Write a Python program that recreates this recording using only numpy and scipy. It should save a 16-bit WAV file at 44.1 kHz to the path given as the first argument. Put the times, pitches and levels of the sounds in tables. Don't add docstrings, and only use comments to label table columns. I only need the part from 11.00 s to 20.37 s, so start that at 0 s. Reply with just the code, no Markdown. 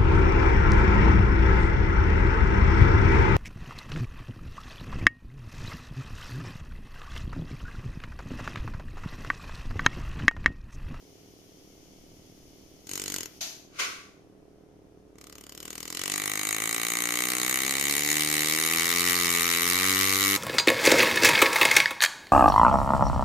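import sys
import numpy as np
from scipy import signal
from scipy.io import wavfile
from scipy.ndimage import uniform_filter1d

SR = 44100
rng = np.random.default_rng(int(sys.argv[2]) if len(sys.argv) > 2 else 0)


def pcm_store(signal):
    levels = np.round(np.clip(np.atleast_2d(signal), -1, 1) * 32767)
    wavfile.write(sys.argv[1], SR, levels.astype(np.int16).T)


N = 413216
TIME = np.arange(N) / SR

# time in seconds, share from 0 to 1.
BITE = [(2.3, 0.05), (4.2, 0.04), (4.6, 0.02), (4.95, 0.13), (5.25, 0.89), (7.5, 0.81)]
# time in seconds, boost in dB.
HOLLOW_BOOST = [(2.3, -2), (4.8, 7), (6.6, 4.5), (8.6, -5)]

def engraving_tool():
    pace, pressure = throttle()
    bite = curve(BITE)
    cutting, free = np.sqrt(bite), np.sqrt(1 - bite)
    body = piston_puffs(pace, pressure) + knocks(pace, pressure, cutting, free)
    body = boost_band(body, HOLLOW_BOOST, band_hz=(537, 766))
    chatter = steel_chatter(pace)
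    return body + steel_rattle(chatter, pace, pressure, cutting, free) + graver_ring(chatter, pressure)


# time in seconds, blows per second.
STROKES = [
    [(1.871, 43.91), (1.893, 47.26), (2.138, 49.22), (2.27, 35.87)],
    [(4.156, 35.04), (4.513, 35.82), (4.64, 39.47), (4.858, 40.5), (5.109, 49.84), (5.527, 52.95),
     (5.749, 57.1), (6.097, 59.47), (6.226, 61.49), (6.416, 62.05), (7.125, 75.36), (7.423, 75.91),
     (8.074, 88.94), (8.257, 86.65), (8.583, 84.49), (8.845, 93.99), (9.37, 98.75)],
]

def throttle(idle_pace=32.6, full_pace=99, valve_lead_s=0.006, lag_s=0.026):
    pace = np.full(N, idle_pace)
    for stroke in STROKES:
        valve_open = (TIME > stroke[0][0] - valve_lead_s) & (TIME < stroke[-1][0])
        pace = np.where(valve_open, curve(stroke), pace)
    opening = (pace - idle_pace) / (full_pace - idle_pace)
    keep = np.exp(-1 / (lag_s * SR))
    pressure = signal.lfilter([1 - keep], [1, -keep], opening)
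    return pace, pressure * (opening > 0)


def piston_clicks(pace, spread_db):
    return clicks(pace, spread_db, starts=[stroke[0][0] for stroke in STROKES])


# frequency in Hz, level in dB.
PUFF_TONE = [(30, -22), (68, -8), (84, -1.5), (97, 6.5), (118, 0.5), (160, 4.5), (195, 3.5), (225, -2),
             (300, 13), (380, 3), (450, 6), (540, 0), (620, -22), (800, -39.5), (1200, -49), (3000, -48)]
# frequency in Hz, left minus right in dB.
PUFF_BALANCE = [(60, 0), (200, -2), (380, -3.8), (700, 0)]

def piston_puffs(pace, pressure, idle_db=-61, full_db=-35, return_db=-15):
    strength = np.hypot(gain_of(full_db) * pressure ** 0.93, gain_of(idle_db))
    puffs = piston_clicks(pace, spread_db=0.08) * strength
    air = shift(puffs, seconds=-0.00067) + gain_of(return_db) * shift(puffs, seconds=0.00431)
    return through(air, tone_filter(PUFF_TONE, PUFF_BALANCE))


# pitch in Hz, width in Hz (wider dies sooner),
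# left level in dB, right level in dB.
PLATE_NOTES = [(745, 56, -3.5, -54), (823, 47, -8, -4.5), (1151, 148, 3.5, -2.5), (1292, 235, -1, -2.5),
               (1670, 54, -4, -15), (1774, 120, -4.5, -9), (2020, 165, 8, -6.5), (2272, 80, 4, 5),
               (2794, 71, -4, -0.5), (3140, 104, -13, -3.5), (3651, 160, -9.5, -1), (3762, 256, -6, 3.5),
               (4120, 110, -30, -19), (5770, 280, -16, -30), (6510, 190, -38, 0.5), (8700, 200, -25, -35)]
# time in seconds, boost in dB.
RING_BOOST = [(2.3, -4), (4.4, 9), (5.2, 1), (6.45, 1.5), (7.05, -6.5), (7.8, 1), (8.699, 2.5)]
# frequency in Hz, level in dB.
FREE_KNOCK_TONE = [(300, -104), (600, 5), (850, 0), (1050, 39), (1350, 35), (1600, -26), (1850, 38),
                   (2200, 20), (3000, 21), (5000, -1), (7000, 46), (10000, -26), (15000, -29)]

def knocks(pace, pressure, cutting, free, cutting_db=-1, free_db=-21):
    strength = gain_of(-26.5) * pressure ** 0.72
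    blows = piston_clicks(pace, spread_db=0.72) * strength
    ringing = through(blows * cutting, ring(PLATE_NOTES, right_lead_radians=0.96))
    ringing = boost_band(ringing, RING_BOOST, band_hz=(1010, 1540))
    tapping = through(blows * free, tone_filter(FREE_KNOCK_TONE))
    return gain_of(cutting_db) * ringing + gain_of(free_db) * tapping


def steel_chatter(pace, rush_s=0.0011, crack_s=0.0005, chatter_s=0.0019, exhaust_db=-13):
    t = np.arange(-600, 601) / SR
    before = 0.17 * np.exp(-abs(t) / rush_s)
    after = np.exp(-abs(t) / crack_s) + 0.26 * np.exp(-abs(t) / chatter_s)
    burst = np.where(t < 0, before, after)
    power = signal.oaconvolve(piston_clicks(pace, spread_db=1.25) ** 2, burst / burst.sum(), "same")
    exhaust = gain_of(exhaust_db) * (pace / pace.max()) ** 2
    noise = rng.standard_normal((2, N)) + 0.5 * rng.standard_normal(N)
    return flicker(np.sqrt(abs(power) + exhaust ** 2) * noise, depth_db=1.5)


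# frequency in Hz, level in dB.
CUTTING_RATTLE_TONE = [(600, -21), (900, -10), (1300, -7), (1750, 6), (2200, 6), (2900, -1), (3450, 1),
                       (3850, 5), (4700, -2.5), (5500, 3), (7400, -0.5), (9300, 4.5), (11500, 4.5),
                       (14200, 4), (15500, -10)]
FREE_RATTLE_TONE = [(900, -4.5), (1500, 1.5), (2200, -9.5), (2950, 5), (3800, -2), (5400, 5.5),
                    (6500, -0.5), (8000, 5.5), (9900, -2), (12600, 0.5), (14200, 0), (15500, -50.5)]
# frequency in Hz, left minus right in dB.
RATTLE_BALANCE = [(1300, -1), (3000, 2.5), (4400, -4), (6700, 8.5), (8100, -7), (10000, -2.5), (12500, 8.5),
                  (14200, 11.5)]

def steel_rattle(chatter, pace, pressure, cutting, free, entry_s=5.07, entry_width_s=0.17, entry_db=3):
    reach = np.tanh(pressure / 0.039)
    entry = gain_of(entry_db * np.exp(-((TIME - entry_s) / entry_width_s) ** 2))
    strength = gain_of(-27) * pressure ** 0.91 * reach * entry
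    snap_boost = gain_of(5 * (0.5 - pressure))
    snaps = piston_clicks(pace, spread_db=2) * snap_boost
    in_metal = strength * cutting * (gain_of(1) * chatter + gain_of(-9) * snaps)
    in_air = strength * free * (chatter + gain_of(-6) * snaps)
    return (through(in_metal, tone_filter(CUTTING_RATTLE_TONE, RATTLE_BALANCE))
            + through(in_air, tone_filter(FREE_RATTLE_TONE, RATTLE_BALANCE)))


# pitch in Hz, width in Hz, left level in dB, right level in dB.
GRAVER_NOTES = [(6140, 120, 6, -38), (6600, 670, 8, 0), (7280, 580, -16, 3.5), (7880, 880, -5, 9),
                (8280, 300, -34, -4.5), (6693, 39, 8, 0)]

def graver_ring(chatter, pressure, damping_db=26.5):
    strength = gain_of(-20) * pressure ** 1.41
    muffling = gain_of(-damping_db * pressure ** 2)
    return through(chatter * strength * muffling, ring(GRAVER_NOTES))


# start in seconds, left level in dB, right level in dB.
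CHIPS = [(6.222, -23, -29), (7.098, -22, -28), (8.700, -20, -11)]

def chips(decay_s=0.0011, size=400):
    out = np.zeros((2, N))
    fade = np.exp(-np.arange(size) / SR / decay_s)
    for start_s, left_db, right_db in CHIPS:
        add(out, start_s, gain_of([[left_db], [right_db]]) * rng.standard_normal(size) * fade)
    return through(out, tone_filter(CUTTING_RATTLE_TONE))


# start in seconds, level in dB, seconds to rise, seconds to fade by 60 dB,
# level of the seeping in dB compared with the burst.
VENTS = [(2.406, -31, 0.006, 0.53, -46), (2.787, -26, 0.011, 0.57, -17.5)]
# frequency in Hz, level in dB.
VENT_TONES = [
    [(290, -59), (500, -21), (672, -1), (774, -11), (1200, -14), (1520, -10.5), (2050, -10), (2490, -6),
     (2750, -6.5), (4760, -1), (5260, -3.5), (6310, 0.5), (8140, -15), (12800, -11.5), (14500, -33)],
    [(150, -43), (250, -18), (389, -7), (879, -17), (1150, 4), (1210, -6.5), (1460, 0.5), (1790, -9),
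     (2090, 0), (3420, -6.5), (6750, -8), (7600, -19), (8560, -15), (13500, -25), (14500, -44)],
]
# frequency in Hz, left minus right in dB.
AIR_BALANCE = [(380, -8.5), (1300, 1.5), (2400, 0.2), (4400, -1), (6500, 9.5), (8000, -1), (10000, 0),
               (12500, 10), (14500, 18)]

def vents(seep_s=0.029):
    out = np.zeros((2, N))
    t = np.arange(-SR // 10, SR) / SR
    for (start_s, level_db, rise_s, fade_s, seep_db), tone in zip(VENTS, VENT_TONES):
        burst = np.clip(t / rise_s, 0, 1) * gain_of(-60 * t / fade_s)
        seep = gain_of(seep_db) * np.exp(-abs(t) / seep_s)
        air = hiss(tone, AIR_BALANCE)[:, :len(t)]
        add(out, start_s + t[0], gain_of(level_db) * (burst + seep) * air)
    return out


# time in seconds, level in dB.
LEAK_LEVEL = [(1.8, -57.5), (2.38, -52.5), (2.5, -73)]
# frequency in Hz, level in dB.
LEAK_TONE = [(710, -41), (1200, -13), (1590, -20), (2170, -6.5), (2570, -10), (2970, -4.5), (3440, -5),
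             (3740, -10), (5440, -2.5), (6700, -5), (7520, -16), (10900, -10.5), (12100, -13), (13500, -20),
             (14500, -11)]

def leak():
    return gain_of(curve(LEAK_LEVEL)) * hiss(LEAK_TONE, AIR_BALANCE)


# frequency in Hz, level in dB.
PUMP_TONE = [(30, -16), (100, -8), (230, -6), (280, 0), (360, 0), (460, -4), (560, -11), (720, -11),
             (900, -23), (1200, -33), (2000, -44), (8000, -60)]

def pump(beats_per_s=38.5, level_db=-59, echo_db=3):
    beats = clicks(np.full(N, beats_per_s), spread_db=0)
    putter = gain_of(level_db) * through(beats, tone_filter(PUMP_TONE, PUFF_BALANCE))
    return putter + gain_of(echo_db) * room_echo(putter)


# pitch in Hz, level in dB.
STEADY_HUMS = [(99, -72), (200, -70)]
# time in seconds, level in dB.
DEEP_HUM_LEVEL = [(0, -77), (2, -69), (3.2, -81), (3.6, -68), (4.8, -62.5), (5.3, -81)]

def hums(deep_hz=56):
    tones = list(STEADY_HUMS) + [(deep_hz, curve(DEEP_HUM_LEVEL))]
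    return sum(np.sqrt(2) * gain_of(db) * np.sin(2 * np.pi * (hz * TIME + rng.random()))
               for hz, db in tones)


# time in seconds, level in dB.
HAND_LEVEL = [(0, -75), (.85, -62), (1.15, -57), (2, -65.5), (9.37, -96)]
# frequency in Hz, level in dB.
HAND_TONE = [(15, -5), (55, -11), (110, -13.5), (250, -19), (1000, -61)]

def hand_rumble():
    return gain_of(curve(HAND_LEVEL)) * hiss(HAND_TONE)[0]


# frequency in Hz, level in dB.
WORKSHOP_TONE = [(12, -38), (20, -21), (151, -10), (189, -11.5), (229, -13.5), (319, -8.5), (733, -19),
                 (940, -23.5), (4200, -39), (6530, -46), (8860, -41), (13100, -50), (15000, -54)]

def workshop_air(level_db=-60.5):
    air = hiss(WORKSHOP_TONE)
    return gain_of(level_db) * unit_level(air + 0.074 * air[::-1])


# frequency in Hz, seconds to fade by 60 dB.
ECHO_FADE = [(150, 1), (600, 0.77), (2000, 0.33), (6000, 0.051), (14000, 0.2)]
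# frequency in Hz, likeness from 0 to 1.
ECHO_LIKENESS = [(300, .99), (600, .6), (1200, .1), (4000, 0)]
# frequency in Hz, level in dB.
ECHO_LEVEL = [(60, -17), (300, -10), (700, -10), (2000, -5.5), (4500, -7), (7000, -7.5), (10000, -17),
              (14000, -5)]

def room_echo(sound, first_echo_s=0.0017):
    bounces = rng.standard_normal((2, SR // 2)) * (np.arange(SR // 2) > first_echo_s * SR)
    hz, t, (left, unrelated) = signal.stft(bounces, SR, nperseg=512)
    fade_s, likeness, level_db = (value_at(table, hz)[:, None]
                                  for table in (ECHO_FADE, ECHO_LIKENESS, ECHO_LEVEL))
    right = likeness * left + np.sqrt(1 - likeness ** 2) * unrelated
    decay = np.log(1000) / fade_s
    fade = gain_of(level_db) * np.sqrt(2 * decay / SR) * np.exp(-decay * t)
    tail = signal.istft(np.array([left, right]) * fade, SR, nperseg=512)[1]
    return through(sound, tail)


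def clicks(pace, spread_db, starts=()):
    cycles = np.cumsum(pace) / SR
    for start_s in starts:
        first = round(start_s * SR)
        cycles[first:] += 1 - cycles[first] % 1 + 1e-9
    hits = np.flatnonzero(np.diff(np.floor(cycles)))
    train = np.zeros(N)
    train[hits] = np.sqrt(SR / pace[hits]) * gain_of(spread_db * rng.standard_normal(len(hits)))
    return train


def ring(notes, right_lead_radians=0, rise_s=0.00008, size=2048):
    t = np.arange(size) / SR
    phase = np.array([[0], [right_lead_radians]])
    sound = np.zeros((2, size))
    for k, (hz, width_hz, left_db, right_db) in enumerate(notes):
        fade = width_hz * gain_of([[left_db], [right_db]]) * np.exp(-np.pi * width_hz * t)
        sound += (-1) ** k * fade * np.sin(2 * np.pi * hz * t + phase)
    sound *= 1 - np.exp(-t / rise_s)
    bass_cut = signal.butter(2, 600, "high", fs=SR, output="sos")
    return unit_energy(signal.sosfilt(bass_cut, sound))


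def flicker(sound, depth_db, size=512):
    spectrum = signal.stft(sound, nperseg=size)[2]
    patches = uniform_filter1d(rng.standard_normal(spectrum.shape[1:]), size=11, axis=0)
    patches = unit_level(uniform_filter1d(patches, size=7, axis=1))
    return signal.istft(spectrum * gain_of(depth_db * patches), nperseg=size)[1][:, :N]


def boost_band(sound, boost, band_hz):
    band = signal.sosfiltfilt(signal.butter(2, band_hz, "band", fs=SR, output="sos"), sound)
    return sound + (gain_of(curve(boost)) - 1) * band


def tone_filter(tone, balance=((100, 0), (1000, 0)), size=4096):
    hz = abs(np.fft.fftfreq(size, 1 / SR))
    level_db = value_at(tone, hz) + np.array([[0.5], [-0.5]]) * value_at(balance, hz)
    spectrum = np.exp(np.conj(signal.hilbert(np.log(gain_of(level_db)))))
    return unit_energy(np.fft.ifft(spectrum).real[:, :size // 2])


def hiss(*tone_and_balance):
    return through(rng.standard_normal((2, N)), tone_filter(*tone_and_balance))


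def through(sound, response):
    return signal.oaconvolve(np.atleast_2d(sound), response, axes=1)[:, :N]


def gain_of(db):
    return 10 ** (np.asarray(db) / 20)


def unit_level(sound):
    return sound / np.sqrt(np.mean(sound ** 2) + 1e-20)


def unit_energy(response):
    return response / np.sqrt(np.sum(response ** 2) / 2)


def value_at(table, hz):
    row_hz, values = np.transpose(table)
    return np.interp(np.log(hz + 1), np.log(row_hz + 1), values)


def curve(table):
    return np.interp(TIME, *np.transpose(table))


def add(mix, start_s, sound):
    part = mix[:, round(start_s * SR):][:, :sound.shape[1]]
    part += sound[:, :part.shape[1]]


def shift(sound, seconds):
    return np.roll(sound, round(seconds * SR), axis=-1)


def scene():
    near = engraving_tool() + chips() + vents() + leak()
    return near + room_echo(near) + pump() + hums() + workshop_air() + hand_rumble()


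def record(dry, cutoff_hz=14450):
    treble_cut = signal.firwin(161, cutoff_hz, window=("kaiser", 8), fs=SR)
    return signal.oaconvolve(dry, treble_cut[None], "same")


dry = scene()
out = record(dry)
pcm_store(out)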